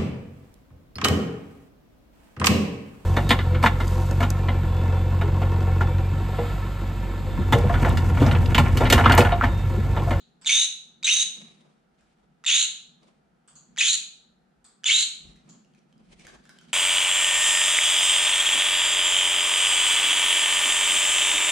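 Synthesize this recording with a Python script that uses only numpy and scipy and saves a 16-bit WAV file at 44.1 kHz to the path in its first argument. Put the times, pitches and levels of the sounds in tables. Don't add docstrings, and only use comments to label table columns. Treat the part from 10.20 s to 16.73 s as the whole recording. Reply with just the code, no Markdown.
import sys
import numpy as np
from scipy import signal
from scipy.fft import rfft, irfft, next_fast_len
from scipy.io import wavfile
from scipy.ndimage import uniform_filter1d, minimum_filter1d, map_coordinates

SR = 44100
rng = np.random.default_rng(int(sys.argv[2]) if len(sys.argv) > 2 else 0)


def transcribe(signal):
    frames = np.atleast_2d(signal).T
    limited = np.clip(frames, -1, 1)
    pcm = np.round(limited * 32767).astype(np.int16)
    wavfile.write(sys.argv[1], SR, pcm)


N = 287973
T = np.arange(N) / SR


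def amp(db):
    return 10 ** (np.asarray(db) / 20)


def unit(x):
    return x / np.sqrt(np.mean(np.abs(x) ** 2) + 1e-20)


def along(points, hz):
    f, v = np.transpose(points)
    return np.interp(np.log(hz + 1), np.log(f + 1), v)


def wobble(rate):
    knots = rng.standard_normal(int(N * rate / SR) + 4)
    return map_coordinates(knots, [T * rate])


def filtered(x, response):
    m = next_fast_len(N + SR // 2)
    hz = np.fft.rfftfreq(m, 1 / SR)
    return irfft(rfft(x, m) * response(hz), m)[..., :N]


def band(low_hz, high_hz):
    def response(hz):
        high_pass = (1j * hz / low_hz / (1 + 1j * hz / low_hz)) ** 3
        return high_pass / (1 - (hz / high_hz) ** 2 + 1.2j * hz / high_hz) ** 3
    return response


def rush(spectrum, alike):
    def mid_and_side(hz):
        turn = np.arccos(np.clip(along(alike, hz), -1, 1)) / 2
        return amp(along(spectrum, hz)) * [np.cos(turn), np.sin(turn)]
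    mid, side = filtered(rng.standard_normal((2, N)), mid_and_side)
    return unit(np.array([mid + side, mid - side]))


def resonance(centre_hz, width_hz):
    def strand():
        swell = 1 + .6 * np.tanh(wobble(500))
        pitch_hz = np.zeros(N) + centre_hz + .6 * width_hz * np.tanh(.8 * wobble(700))
        return swell * np.sin(2 * np.pi * np.cumsum(pitch_hz) / SR)
    return unit(strand() + strand())


# frequency_hz, relative density_db (per Hz)
BREATH_SPECTRUM = [(240, -81), (400, -45), (929, -43), (1400, -26), (2420, -14.5), (2670, -13), (2980, -8),
                   (3250, -15.5), (3740, -6.5), (4880, -20.5), (6280, -14), (6840, -13.5), (9720, -20.5),
                   (11500, -50.5), (15000, -79), (22000, -120)]


def voice():
    gate, level_db, low_hz, high_db, high_hz, width_hz = rasp()
    bursts = unit(1 + .4 * np.tanh(1.3 * wobble(240)))
    drive = gate * amp(level_db) * bursts

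    low = resonance(.88 * low_hz, width_hz=1150)
    high = resonance(high_hz, width_hz)
    high = high + amp(-16) * resonance(1.41 * high_hz, width_hz=800)
    throat = amp(-7.5) * low + amp(high_db - 1.5) * high
    rings = drive * throat + np.sqrt(bursts) * whistles()

    air = unit(filtered(rng.standard_normal(N), lambda hz: amp(along(BREATH_SPECTRUM, hz))))
    bright = filtered(air, lambda hz: 1 / (1 + (5000 / (hz + 1)) ** 6))
    breath = amp(-6) * (air - bright + amp(high_db + 4.0) * bright)
    top_ring = amp(-42.5) * resonance(14100, width_hz=1100)

    def windpipe(hz):
        return band(low_hz=800, high_hz=10500)(hz) * (1 - 0.38 * np.exp(-((hz - 5000) / 450) ** 2))
    return filtered(rings, windpipe) + drive * (breath + top_ring)


# start_s, length_s, level_db, drop_after_s, held_note_after_s, upper_resonance_hz, upper_width_hz,
# upper_level_db (over the usual), lower_resonance_at_drop_hz
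SHRIEKS = [(0.265, .196, -18, .025, .056, 6340, 516.5, 1.5, 3458),
           (0.842, .199, -18.5, .029, .064, 6322, 603, 1.5, 2909),
           (2.262, .195, -15, .03, .063, 6724, 949, -3, 3098),
           (3.582, .178, -18.5, .024, .1, 6813, 1153, 1.5, 2590),
           (4.656, .189, -16, .033, .068, 6933, 1206, -2, 3026)]
EFFORT_DB = [-7.5, -6, 0.5, -3.5, -9.5, -12.5]
BRIGHT_DB = [-9, -8, -9.5, -2.5, 3, -5]
UPPER_BENDS = [1.04, 1.02, .98, .99, 1.02, 1.05]
OPENING_S, DIP_S, LAST_S = .02, .016, .012


def rasp():
    rows = []
    for shriek, tune in zip(SHRIEKS, TUNES):
        start, length, db, drop, held, high_hz, width_hz, high_db, dip_hz = shriek
        open_from, open_to, _, _, _, held_from, held_to, *_ = tune
        times = start + np.array([0, OPENING_S / 2, drop + DIP_S / 2, held + OPENING_S,
                                  length - LAST_S, length])
        held_middle = (held_from + held_to) / 2
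        low_hz = [open_from, (open_from + open_to) / 2, dip_hz, held_from, held_middle, held_middle]
        rows += zip(times, db + np.array(EFFORT_DB), low_hz, high_db + np.array(BRIGHT_DB),
                    high_hz * np.array(UPPER_BENDS), width_hz * np.ones_like(times))
    times, *controls = np.transpose(rows)
    gate = sum((T >= row[0]) & (T < row[0] + row[1]) for row in SHRIEKS)
    return uniform_filter1d(gate * 1., size=133), *[np.interp(T, times, c) for c in controls]


# opening_from_hz, opening_to_hz, drop_hz, climb_from_hz,
# climb_to_hz, held_from_hz, held_to_hz, opening_db, drop_db, climb_db, held_db, roughness (0-1)
TUNES = [(3724, 3400, 2300, 2100, 2650, 3520, 3950, -18.5, -18.5, -19.5, -16, .25),
         (3723, 3957, 2420, 2490, 3190, 3730, 3800, -19.5, -19.5, -17, -16.5, 0.2),
         (3581, 3640, 2780, 2950, 3600, 3400, 4150, -17.5, -19.5, -18, -18.5, .45),
         (3070, 4010, 2380, 3000, 3930, 3950, 4150, -20, -12, -22.5, -20.5, .5),
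         (3375, 3480, 2300, 2780, 3500, 3550, 4300, -17.5, -15.5, -17, -17.5, .55)]
OCTAVE_DB = [-7, -14, -18, -25.5]
WAVER = [.5, .9, 1.1, .95]
BEND = .85
HELD_FADES_DB = -8


def whistles():
    out, drift, swell = np.zeros(N), wobble(350), wobble(220)
    for (at, total, _, drop, held, *_), tune in zip(SHRIEKS, TUNES):
        (open_from, open_to, drop_hz, climb_from, climb_to, held_from, held_to,
         open_db, drop_db, climb_db, held_db, rough) = tune
        stages = [(0, OPENING_S, open_from, open_to, open_db, 0),
                  (drop, drop + DIP_S, drop_hz, drop_hz, drop_db, 0),
                  (drop + DIP_S, held + LAST_S / 2, climb_from, climb_to, climb_db, 0),
                  (held, total, held_from, held_to, held_db, HELD_FADES_DB)]
        for stage, octave_db, waver in zip(stages, OCTAVE_DB, rough * np.array(WAVER)):
            start, end, from_hz, to_hz, db, fade_db = stage
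            span = slice(round((at + start) * SR), round((at + end) * SR))
            u = (T[span] - at - start) / (end - start)
            glide_hz = from_hz + (to_hz - from_hz) * np.abs(u) ** BEND
            pitch_hz = glide_hz * (1 + (.004 + .09 * waver) * drift[span])
            phase = 2 * np.pi * np.cumsum(pitch_hz) / SR
            edge = np.minimum(u, 1 - u) * (end - start) / .004
            shape = np.clip(edge, 0, 1) * amp(db + fade_db * u + 6 * waver * swell[span])
            out[span] += shape * (np.sin(phase) + amp(octave_db) * np.sin(2 * phase))
    return out


def tick(db, modes, t60, grit):
    t = T[:SR // 20]
    rings = sum(amp(level) * np.sin(2 * np.pi * hz * t) for hz, level in modes)
    envelope = amp(db - 60 * t / t60) * (1 - np.exp(-t * 25 / t60))
    return envelope * (rings + grit * rng.standard_normal(len(t)))


# start_s, level_db (relative), pitch_hz
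CREAKS = [(0.2464, -31, 2270), (0.2546, -29, 3900), (0.2604, -17.5, 3590), (0.828, -26.5, 2390),
          (0.833, -19.5, 3780), (2.2392, -30.5, 1340), (2.2453, -27, 1950), (2.2513, -26, 3630),
          (3.5623, -38, 1530), (3.5708, -28.5, 2316), (3.5766, -19.5, 1900), (3.5846, -18, 2930),
          (4.6356, -33, 1680), (4.6421, -15.5, 3040), (4.6517, -29.5, 3490)]


def creaks():
    out = np.zeros(N + SR)
    for s, db, hz in CREAKS:
        modes = [(hz, 0), (2 * hz, -6), (6500, -9)]
        out[round(s * SR):][:SR // 20] += tick(db, modes, t60=.013, grit=.55)
    return filtered(out[:N], band(low_hz=644, high_hz=7900))


# start_s, level_db (relative), upper_resonance_hz
BEAK = [(0.2143, -39, 8030), (3.277, -39.5, 8190), (3.3551, -38, 6950), (4.444, -39, 8100),
        (5.291, -41, 6990)]
# pitch_hz, level_db (over the upper resonance)
MOUTH = [(4540, -11.5), (3450, -15), (1340, -13)]
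# start_s, level_db (relative), pitch_hz
CLAWS = [(1.4073, -56.5, 3600), (1.8089, -58, 1620), (2.8311, -57, 4600), (5.447, -58, 2800),
         (5.5369, -60, 3160), (5.59, -60.5, 5820), (5.7263, -56.5, 3140), (5.7788, -59.5, 4920),
         (5.9957, -45.5, 2350), (6.051, -43.5, 2130), (6.068, -35, 1605), (6.151, -52.5, 1780),
         (6.2534, -46.5, 1660), (6.2929, -38, 1550), (6.3867, -42, 3100), (6.412, -46, 1450),
         (6.4846, -54, 3270)]
CLAW_ROOM_DB, BEAK_ROOM_DB = -0.5, 16.5
WOODY_DB = 5
FAINT_DB, FAINT_HZ = -66, 3030
CLIMB_S = 4.6, 7.4


def clicks():
    near, far = np.zeros((2, N + SR))
    faint = [(np.interp(u, [0, 1], CLIMB_S), FAINT_DB + 12 * v, FAINT_HZ * 3 ** (w - .5))
             for u, v, w in rng.random(size=(16, 3))]
    beak = [(s, BEAK_ROOM_DB, tick(db, [(hz, 0)] + MOUTH, t60=.0035, grit=.25))
            for s, db, hz in BEAK]
    claws = [(s, CLAW_ROOM_DB - WOODY_DB * np.log2(hz / FAINT_HZ),
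              tick(db, [(hz, 0)], t60=.013, grit=1.05)) for s, db, hz in CLAWS + faint]
    for s, room_db, snap in beak + claws:
        near[round(s * SR):][:SR // 20] += snap
        far[round(s * SR):][:SR // 20] += amp(room_db) * snap
    both = np.array([near[:N], far[:N]])
    return filtered(both, band(low_hz=500, high_hz=np.array([[9500], [7800]])))


# frequency_hz, t60_s
ROOM = [(500, 0.95), (2000, 0.42), (4000, 0.52), (6500, 0.41), (10000, 0.38)]


def room(x, alike):
    out = np.zeros((2, N + 2 * SR))
    edges = np.round(np.array([0, .7, 2.1, 3.45, 4.55, 5.2, N / SR]) * SR).astype(int)
    for a, b in zip(edges, edges[1:]):
        hz, t, z = signal.stft(rng.standard_normal((3, SR)), SR, nperseg=256)
        decay = amp(-60 * t / along(ROOM, hz)[:, None])
        both, left, right = signal.istft(z * decay, SR, nperseg=256)[1][:, :SR]
        shared = np.sqrt(np.clip(alike, 0, 1)) * both
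        tail = shared + np.sqrt(np.clip(1 - alike, 0, 1)) * np.array([left, right])
        echo = signal.fftconvolve(x[None, a:b], tail / np.linalg.norm(both), axes=1)
        out[:, a + 130:][:, :b - a + SR - 1] += echo
    return out[:, :N]


# peak_s, rise_s and fall_s (each per 20 dB),
# perch_rumble_db, perch_boom_db, dull_flap_db, fine_rustle_db
MOVES = [(1.06, .02, 0.31, -92, -59.5, -62, -50.5), (1.18, 0.034, .35, -85, -52.5, -60.5, -59),
         (1.458, 0.12, 0.13, -90, -60.5, -62.5, -74), (1.82, 0.12, 0.41, -73, -68.5, -74, -73),
         (2.03, .08, .1, -73.5, -76, -72, -85), (2.842, .05, 0.18, -86, -77.5, -62.5, -67),
         (3.361, .1, 0.17, -73, -64, -73, -85), (3.54, 0.22, 0.24, -72, -59, -78, -80),
         (5.07, .12, 0.21, -54.5, -54, -65, -64), (5.3, 0.17, 0.24, -86, -53.5, -64.5, -69.5),
         (5.56, .2, 0.35, -85, -64.5, -78, -74.5), (5.8, 0.23, .2, -76, -58, -69, -80.5),
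         (5.93, .15, .15, -60.5, -58.5, -68, -64.5), (5.996, 0.019, 0.056, -57, -51, -60, -51.5),
         (6.052, .03, 0.21, -57, -60.5, -56, -56.5), (6.16, .1, .15, -62, -55, -61, -76),
         (6.324, 0.18, 0.32, -83, -58, -64.5, -65), (6.5, 0.17, .2, -80, -55.5, -69, -63)]
PERCH_QUICK = 1.5
SHAKE_DB = -77, -62


def movement():
    quick = np.c_[[PERCH_QUICK, 1, 1, 1]]
    power = np.zeros((4, N))
    for s, rise, fall, *levels in MOVES:
        distance = np.maximum((s - T) / rise, (T - s) / fall)
        power += amp(np.c_[levels] - 20 * quick * distance) ** 2
    shriek = uniform_filter1d(rasp()[0], size=3000)
    power[:2] += np.outer(amp(SHAKE_DB), shriek) ** 2
    return power


# frequency_hz, left_right_likeness (-1 to 1)
ALIKE = [(60, .93), (150, .8), (300, .7), (640, -.1), (1500, 0), (3000, .3), (8000, .1)]
# frequency_hz, relative density_db (per Hz)
FLAP = [(180, -43), (300, -6.5), (589, -4.5), (911, -10.5), (1300, -10.5), (1690, -38.5), (2860, -120)]
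FEATHERS = [(760, -38), (1300, -22.5), (1610, 1), (2320, 6.5), (5830, -3), (9620, -6), (11000, -26.5),
            (14300, -49), (22000, -120)]


def feathers(flap, rustle):
    grain = amp(3 * wobble(60))
    return flap * unit(grain * rush(FLAP, ALIKE)) + rustle * unit(grain * rush(FEATHERS, ALIKE))


# frequency_hz, relative density_db (per Hz)
RUMBLE = [(12, -48.5), (20, -8), (54, 4), (86, -7), (110, -11), (140, -40.5), (240, -120)]
HUM = [(59, -71.5), (100, -32), (113, -24.5), (129, -8.5), (150, 2.5), (247, 1), (275, -11), (380, -11.5),
       (490, -40.5), (840, -120)]
AIR = [(180, -34.5), (300, -7), (499, -5), (583, -9), (746, -3), (1100, -16.5), (1300, -8), (2130, -18.5),
       (9970, -34.5), (12000, -38), (15600, -69), (22000, -120)]
RUMBLE_DB, HUM_DB, AIR_DB = -85, -67, -70.5


def background():
    power = movement()
    power[:2] += amp([RUMBLE_DB + 5 * wobble(5.4), HUM_DB + 1.8 * wobble(6)]) ** 2
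    rumble, hum, flap, rustle = np.sqrt(power)
    low = rumble * rush(RUMBLE, ALIKE) + hum * rush(HUM, ALIKE)
    return low + amp(AIR_DB) * rush(AIR, ALIKE) + feathers(flap, rustle)


# frequency_hz, left_minus_right_db
LEAN = [(60, -2.5), (150, -2.5), (380, 0.5), (950, -7.5), (2380, 3), (5980, -5), (15000, -1.5)]


def scene():
    bird = voice() + creaks()
    near, far = clicks()
    echo = amp(-5) * room(bird, alike=0.17)
    echo[:, :SR // 4] += amp(4.5) * echo[:, round(4.05 * SR):][:, :SR // 4]

    def ears(hz):
        lag = np.exp(-1j * np.pi * hz * 2.5e-5 * np.array([[1], [-1]]))
        return amp(along(LEAN, hz) * [[.5], [-.5]]) * lag
    direct = filtered(amp(-1.0) * bird + near, ears)
    return direct + echo + room(far, alike=0.27) + background()


LIMIT, HOLD_S = .39, .003
TOP_HZ = 15640


def record(dry):
    size = int(HOLD_S * SR)
    need = np.minimum(1, LIMIT / (np.abs(dry).max(axis=0) + 1e-9))
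    gain = uniform_filter1d(minimum_filter1d(need, size=size), size=size)
    return filtered(dry * gain, lambda hz: hz < TOP_HZ)


dry = scene()
out = record(dry)
transcribe(out)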